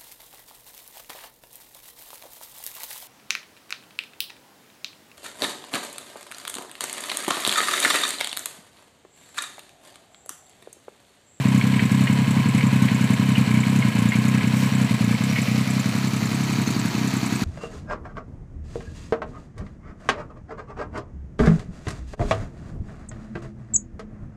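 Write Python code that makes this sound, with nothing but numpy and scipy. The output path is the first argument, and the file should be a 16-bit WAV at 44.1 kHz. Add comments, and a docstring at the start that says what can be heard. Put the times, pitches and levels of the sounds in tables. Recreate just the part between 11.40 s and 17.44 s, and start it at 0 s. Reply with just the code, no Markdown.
"""A paved driveway, close to an idling three-cylinder motorcycle. One cylinder fires only now and
then, so the beat lopes. Each firing thumps through the silencer with a spit of gas; tappets and chain
clatter, and the drive knocks when the crank stumbles. One microphone starts at the tailpipe and is
carried along the bike towards the engine, with dull echoes coming back from the yard."""
import sys
import numpy as np
from scipy import signal
from scipy.fft import rfft, irfft
from scipy.io import wavfile

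SR = 44100
rng = np.random.default_rng(int(sys.argv[2]) if len(sys.argv) > 2 else 0)


def waveform_to_disk(signal):
    """Save audio, clipped to [-1, 1], as 16-bit WAV at the path in sys.argv[1]."""
    frames = np.transpose(np.atleast_2d(signal))
    scaled = np.clip(frames, -1, 1) * 32767
    samples = np.round(scaled).astype(np.int16)
    wavfile.write(sys.argv[1], SR, samples)


N = 266364


def from_db(db):
    """Decibels to gain."""
    return 10 ** (np.asarray(db) / 20)


def rms_one(x):
    """Scale to unit rms."""
    return x / np.sqrt(np.mean(x ** 2) + 1e-20)


def in_time(rows):
    """Each column of a timed curve at every sample."""
    times, *columns = np.transpose(rows)
    return [np.interp(np.arange(N) / SR, times, column) for column in columns]


def cut(x, hz, kind, order):
    """Butterworth filter."""
    return signal.sosfilt(signal.butter(order, hz, kind, fs=SR, output="sos"), x + 1e-18)


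def resonate(x, peaks):
    """A chain of peaks and dips."""
    for hz, width, db in peaks:
        x = x + (from_db(db) - 1) * signal.lfilter(*signal.iirpeak(hz, hz / width, fs=SR), x)
    return x


def colour(x, spectrum):
    """Shape a steady noise by (frequency [Hz], gain [dB]) points, then scale to unit rms."""
    hz, db = np.transpose(spectrum)
    bins = np.maximum(np.fft.rfftfreq(N, 1 / SR), 1)
    gain = from_db(np.interp(np.log(bins), np.log(hz), db))
    return rms_one(irfft(rfft(x) * gain, N))


def clicks(times, sizes, length=N):
    """One impulse at each time."""
    at = np.round(np.asarray(times) * SR).astype(int)
    inside = (at >= 0) & (at < length)
    return np.bincount(at[inside], np.asarray(sizes)[inside], length) + 1e-18


def ring(x, hz, t60):
    """Each click sets a damped sine ringing."""
    r, w = from_db(-60 / (t60 * SR)), 2 * np.pi * hz / SR
    return signal.lfilter([0, np.sin(w)], [1, -2 * r * np.cos(w), r * r], x)


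def burst(x, rise_s, fall_s):
    """Each click becomes a swell that dies away."""
    rise, fall = np.exp(-1 / (SR * np.array([rise_s, fall_s])))
    return signal.lfilter([1 - rise], [1, -rise], signal.lfilter([1], [1, -fall], x))


# The hunting idle: (time [s], crank speed [rpm])
IDLE_SPEED = [(0.0, 1298.4), (0.56, 1299), (0.65, 1331.1), (1.17, 1340), (1.5, 1266), (1.93, 1317),
              (2.1, 1214), (2.4, 1350), (2.5, 1136), (2.9, 1279), (3.07, 1238.0), (3.27, 1330),
              (3.67, 1167), (3.93, 1377), (4.07, 1217), (4.22, 1284), (5.46, 1357), (5.53, 1167),
              (5.64, 1307), (6.0, 1259)]
def cycles(start_phase=.438):
    """Running count of engine cycles at every sample; a cycle is two turns of the crank."""
    return start_phase + np.cumsum(in_time(IDLE_SPEED)[0]) / (2 * 60 * SR)


def crank(phase):
    """The times at which each cycle reaches a phase 0-1; the engine runs on beyond both ends."""
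    run = cycles()
    due = np.arange(int(run[-1]) + 1) + phase
    beyond = due - np.clip(due, run[0], run[-1])
    return (np.interp(due, run, np.arange(N)) + beyond / (run[1] - run[0])) / SR


# Reflections from around the driveway: (delay [s], level [dB])
YARD_ECHOES = [(0.014, -14), (0.0464, -17), (0.072, -24)]
def yard(x, dull_hz=3000):
    """A few dull echoes reach the microphone after the direct sound."""
    t, dull = np.arange(N) / SR, cut(x, dull_hz, "low", order=1)
    return x + sum(from_db(db) * np.interp(t - delay, t, dull, left=0) for delay, db in YARD_ECHOES)


# Swells of rustle along the walk: (time of peak [s], half width [s], level [dB])
RUSTLE_SWELLS = [(3.21, 0.095, -39), (4.0, .15, -44), (4.8, .5, -48.5)]
def rustle(beside, level_db=-55, beside_db=13.0, grains_per_s=500, grain=0.4):
    """A thin, grainy rustle grows towards the engine and swells briefly on the way."""
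    t = np.arange(N) / SR
    grains = rms_one(rng.standard_normal(N) * (rng.random(N) < grains_per_s / SR))
    noise = rng.standard_normal(N) + grain * grains
    swells = sum(from_db(db) * np.exp(-((t - s) / width) ** 2) for s, width, db in RUSTLE_SWELLS)
    level = np.hypot(from_db(level_db + beside_db * beside), swells)
    return level * colour(noise, [(2000, -22), (5500, 3), (9000, -6), (15000, -7)])


def wavering_whine(beside, hz=1055, waver_hz=24, level_db=-41, flutter=0.67, shade_db=-18):
    """A resonance near 1 kHz whines on a wavering pitch, heard mostly from behind the bike."""
    slow = [(1, -6), (10, 0.0), (30, -3), (120, -35.5)]
    pitch = hz + waver_hz * colour(rng.standard_normal(N), slow)
    swell = 1 + flutter * colour(rng.standard_normal(N), slow)
    tone = np.sqrt(2) * np.sin(2 * np.pi * np.cumsum(pitch) / SR)
    return from_db(level_db + shade_db * beside) * swell * tone


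# Small metallic chinks on the way to the engine: (time [s], level [dB], pitch [Hz])
CHINKS = [(2.946, -36, 5800), (3.322, -34, 5780), (3.9, -29, 5706), (5.267, -27.5, 6300),
          (5.275, -27, 4230), (5.345, -29, 4640)]
def chinks(t60=0.054):
    """A loose small part rings once at each chink."""
    return sum(ring(clicks([s], [from_db(db)]), hz, t60) for s, db, hz in CHINKS)


# Casing and fin resonances: (frequency [Hz], width [Hz], gain [dB])
CASING_MODES = [(470, 45, 5.5), (967.5, 20.4, 8), (1515, 14, 7.5), (1666, 29, 5.5), (2250, 34, -4.5),
                (2604, 71, 2), (3014, 33, 9.5), (3340, 13, 7), (3750, 50, 6.5), (4400, 260, 6)]
# The clatter from behind the bike, over the rear wheel and beside the engine: (frequency [Hz], gain [dB])
FROM_BEHIND = [(220, -25), (380, 2.5), (457, -6), (795, -6.5), (1050, 2), (1200, -12.5), (1640, -0.5),
               (1800, -4.5), (2190, -3), (3370, -10), (4320, -16), (5190, -36), (7860, -14), (8890, -23.5),
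               (15000, -52)]
OVER_WHEEL = [(220, 0), (380, -10.5), (457, -2.5), (671, -2), (795, -6), (956, -8), (1130, -7.5),
              (1220, -4.5), (1800, -8), (2230, -2), (2810, -8.5), (4380, -9.5), (15000, -31.5)]
BESIDE_ENGINE = [(220, 8), (380, 4), (558, -20), (682, 0), (736, -5), (942, -1), (1020, -4.5), (1300, -4),
                 (2410, -7), (2940, -12.5), (4590, -6.5), (5110, -21), (6540, -8.5), (8620, -28),
                 (15000, -57)]
def clatter(beside, rear_db=-31.5, wheel_db=-32.0, front_db=-28.5, contacts_per_s=1200, swing_db=1.0):
    """Chain links and gear teeth rattle the casing, harder once in every cycle."""
    contacts = rms_one(rng.uniform(-1.04, 1, N) * (rng.random(N) < contacts_per_s / SR))
    swing = from_db(swing_db * np.cos(2 * np.pi * cycles()))
    drive = (contacts + .75 * rng.standard_normal(N)) * swing
    casing = resonate(drive, CASING_MODES)
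    close = casing + drive   # nearer the engine the microphone also picks up the bare contacts
    rear, front = np.clip(1 - 2 * beside, 0, 1), np.clip(2 * beside - 1, 0, 1)
    heard = (rear * from_db(rear_db) * colour(casing, FROM_BEHIND)
             + (1 - rear - front) * from_db(wheel_db) * colour(close, OVER_WHEEL)
             + front * from_db(front_db) * colour(close, BESIDE_ENGINE))
    return cut(heard, 160, "high", order=2)   # the casing is too small to radiate bass


# Tappet ticks: (phase of the cycle [0-1], relative level [dB], pitch [Hz])
TAPPET_TICKS = [(0, -24.5, 2650), (.42, -24.5, 2600), (.745, -24, 3170), (.175, -18.5, 1420),
                (.21, -20.5, 1195), (.525, -23, 1320), (.86, -20, 1426), (.19, -25, 4280),
                (.355, -25, 3750), (.91, -22.5, 4330), (.32, -24, 1700)]
def tappets(beside, level_db=-9, t60=0.018, uneven_db=4.5, play_s=.0005, shade_db=-1, snap=0.8):
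    """Valves tick at set points in the cycle, each at its own pitch."""
    out = np.zeros(N)
    for phase, db, hz in TAPPET_TICKS:
        times = crank(phase)
        late, loud = 2 * rng.random((len(times), 2)).T - 1
        taps = clicks(times + play_s * late, from_db(db + uneven_db * loud))
        out += ring(taps, hz, t60) + snap * cut(taps, [800, 5000], "band", order=2)
    return from_db(level_db + shade_db * beside) * out


def fins(x, t60=.04, mix=.25):
    """Countless small modes of the cooling fins add a short, uneven ring to the treble."""
    t = np.arange(SR // 25) / SR
    tail = cut(rng.standard_normal(len(t)), 1200, "high", order=2) * from_db(-60 * t / t60)
    return x + mix * signal.fftconvolve(x, tail / np.linalg.norm(tail))[:N]


def backlash(beside, phase=.092, level_db=-23, uneven_db=4, shade_db=-7, hz=2220, t60=0.017):
    """The drive takes up its slack lightly after each of the two steady firings, with a short ring."""
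    times = np.concatenate([crank(phase + k / 3) for k in range(2)])
    sizes = from_db(level_db + uneven_db * rng.uniform(-1, 1, len(times)))
    return from_db(shade_db * beside) * ring(clicks(times, sizes), hz, t60)


# Knocks of the drive as the crank stumbles: (time [s], relative level [dB], main ring [Hz])
DRIVE_KNOCKS = [(0.2116, -18.5, 2200), (0.339, -25, 2210), (0.3931, -17, 2290), (0.6719, -16.5, 2150),
                (1.1822, -26, 2256), (1.2084, -20.5, 2197), (1.4842, -19, 2252), (1.9525, -20, 2900),
                (1.972, -23, 2410), (2.1437, -25, 2285), (2.2328, -23.5, 2220), (2.421, -20, 2160),
                (2.7197, -17.5, 2140), (2.742, -25, 2400), (3.0091, -23, 2290), (3.958, -20, 2210),
                (3.9794, -24, 2180), (4.0733, -22.5, 2316), (5.1316, -27.5, 2210)]
# Modes of a knock: (frequency [multiple of the main ring], relative level [dB], t60 [s])
KNOCK_MODES = [(0.889, -4, 0.037), (0.999, 6, 0.037), (1.04, -1, 0.022), (1.14, -10, 0.051),
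               (1.32, 0.5, 0.023), (.75, -27, .02), (1.94, -6, 0.057)]
def knocks(ring_db=3.0, bounce_s=.007, bounce_db=-3, rebound_s=0.026, rebound_db=-15, rattle_db=-11):
    """Slack in the drive closes with a knock, quick bounces and a rough rattle, then a lighter rebound."""
    out, length = np.zeros(N + SR), SR // 10
    for s, db, hz in DRIVE_KNOCKS:
        early, late = rng.random((2, 4))
        bounces = clicks(bounce_s * early, np.full(4, from_db(bounce_db)), length)
        rebound = clicks(rebound_s + bounce_s * (late - .5), np.full(4, from_db(rebound_db)), length)
        blows = clicks([0], [1], length) + bounces + rebound
        blows = cut(blows, [1500, 3200], "band", order=2)   # oil cushions the contact
        rings = sum(from_db(mode_db) * ring(blows, hz * ratio, t60)
                    for ratio, mode_db, t60 in KNOCK_MODES)
        at = int(s * SR)
        out[at:at + length] += from_db(db + ring_db) * rings / np.abs(rings).max()
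    times, levels_db, _ = np.transpose(DRIVE_KNOCKS)
    swells = burst(clicks(times, from_db(levels_db + rattle_db)), rise_s=.0007, fall_s=.014)
    rattle = colour(rng.standard_normal(N),
                    [(700, -37), (1700, 0), (2200, 9), (2900, -2), (4400, -13), (6000, -31)])
    return out[:N] + rattle * swells


# Gas at an opening valve: (phase of the cycle [0-1], relative level [dB], pitch [Hz], spread [Hz])
VALVE_WHISTLES = [(.012, -48.5, 7000, 150), (.337, -37.5, 7590, 605)]
def whistles(beside, beside_db=3, uneven_db=5, width_hz=360, rise_s=0.00046, fall_s=0.0094):
    """The escaping gas whistles for an instant, each time at another pitch and strength."""
    out, t = np.zeros(N + SR), np.arange(SR // 20) / SR
    swell = (1 - np.exp(-t / rise_s)) * np.exp(-t / fall_s)
    for phase, level_db, hz, spread_hz in VALVE_WHISTLES:
        for at in (crank(phase) * SR).astype(int):
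            pitch = hz + spread_hz * rng.triangular(-1, 0, 1)
            db = level_db + uneven_db * rng.uniform(-1, 1)
            band = [pitch - width_hz / 2, pitch + width_hz / 2]
            whistle = rms_one(cut(rng.standard_normal(len(t)), band, "band", order=1))
            if 0 <= at < N:
                out[at:at + len(t)] += from_db(db + beside_db * beside[at]) * whistle * swell
    return out[:N]


# Hiss of the gas at the outlet: (frequency [Hz], gain [dB])
GAS_SPECTRUM = [(3000, 2.5), (5500, -3), (6800, 5.5), (7700, -1.5), (8800, -2.5), (10500, -0.5),
                (13000, -5.5), (15500, -34)]
# Ringing of the tailpipe: (frequency [Hz], width [Hz], gain [dB])
TAILPIPE_MODES = [(6950, 60, 0), (8060, 42, 0.5), (7900, 47, 14), (7760, 70, -7), (9450, 95, 8)]
def spit(times, sizes, level_db=-38.0, uneven_db=7.0, unfired=0.15, rise_s=0.0029, fall_s=0.011):
    """Gas hisses out as each exhaust valve opens, faintly even without a firing."""
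    strength = np.maximum(sizes, unfired) * from_db(uneven_db * rng.uniform(-1, 1, len(sizes)))
    gas = burst(clicks(times, strength), rise_s, fall_s) * colour(rng.standard_normal(N), GAS_SPECTRUM)
    return from_db(level_db) * resonate(gas, TAILPIPE_MODES)


# The unreliable third cylinder catches on its nearest turn: (time [s], strength [0-1])
CATCHES = [(.11, 0.6), (.3, .64), (.58, 0.67), (.76, 0.53), (.94, 0.5), (1.58, 0.2), (1.85, 0.54),
           (2.14, 1), (2.33, 0.72), (2.62, 0.85), (2.82, 0.5), (2.91, 0.6), (3.1, 0.5), (3.2, 0.58),
           (3.38, 0.66), (3.67, 1), (3.86, 0.6), (4.14, 0.98), (4.33, 0.72), (4.61, 0.53), (4.97, 0.6),
           (5.06, .56), (5.61, 0.95)]
def firings(second_strength=0.84, unfired=-0.074, unfired_spread=0.2, uneven_db=0.93):
    """Pulse times and sizes, a third of a cycle apart; a missed firing barely stirs the gas."""
    times = np.array([crank(k / 3) for k in range(3)])
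    chance = rng.standard_normal((times.shape[1], 3)).T
    sizes = np.array([from_db(uneven_db * chance[0]),
                      second_strength * from_db(uneven_db * chance[1]),
                      unfired + unfired_spread * chance[2]])
    for s, strength in CATCHES:
        sizes[2, np.argmin(np.abs(times[2] - s))] = strength
    return times.ravel(), sizes.ravel()


# Silencer resonances and dips: (frequency [Hz], width [Hz], gain [dB])
SILENCER_MODES = [(133.4, 5.26, 11.5), (141.1, 72, -75), (115.5, 13.6, 15.5), (356, 130, -8),
                  (257.3, 6.9, 5), (64.4, 43, -17), (36.3, 19, -3), (470, 57, 7)]
# Header pipe resonances, heard close to the engine: (frequency [Hz], width [Hz], gain [dB])
HEADER_MODES = [(249.9, 62.4, 4.5), (320, 35.9, 12.5), (448, 58, 15), (679.5, 60.4, 7)]
def exhaust(times, sizes, beside, gain_db=45.0, soft_hz=205, outlet_hz=200, churn_db=-42):
    """Pressure pulses ring in the silencer over a low churn; the small outlet radiates no deep bass."""
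    pulses = cut(-clicks(times + 1, sizes, N + SR), soft_hz, "low", order=6)   # one second of run-in
    radiated = cut(pulses, outlet_hz, "high", order=3)
    thump = from_db(gain_db) * resonate(radiated, SILENCER_MODES)[SR:]
    bark = resonate(thump, HEADER_MODES)
    churn = colour(rng.standard_normal(N),
                   [(30, -25), (60, -18), (80, -36), (135, 22), (260, 17), (340, -33), (900, -9.5)])
    return thump + beside ** 7 * (bark - thump) + from_db(churn_db) * churn


# The microphone's walk: (time [s], exhaust gain [dB], position [0 at the tailpipe, 1 beside the engine])
MIC_WALK = [(0, 0.4, 0.23), (.7, -0.6, 0.19), (1.5, -0.3, 0.23), (2.5, -0.7, 0.24), (3.25, -1.3, 0.22),
            (3.75, -2.5, 0.39), (4.25, -4.5, 0.58), (4.75, -5.3, 0.77), (5.25, -6.5, 0.85),
            (6.04, -8, 0.89)]
def scene():
    """The exhaust fades and the engine comes forward as the microphone moves along the bike."""
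    exhaust_db, beside = in_time(MIC_WALK)
    times, sizes = firings()
    pipe = from_db(exhaust_db) * exhaust(times, sizes, beside) + spit(times, sizes) + whistles(beside)
    engine = fins(clatter(beside) + tappets(beside))
    engine += wavering_whine(beside) + knocks() + backlash(beside) + chinks()
    return (yard(pipe + engine) + rustle(beside))[None]


def record(dry):
    """The recorder cuts the top steeply."""
    cutoff_hz = 15400
    return signal.sosfilt(signal.ellip(18, .1, 90, cutoff_hz, fs=SR, output="sos"), dry)


dry = scene()
out = record(dry)
waveform_to_disk(out)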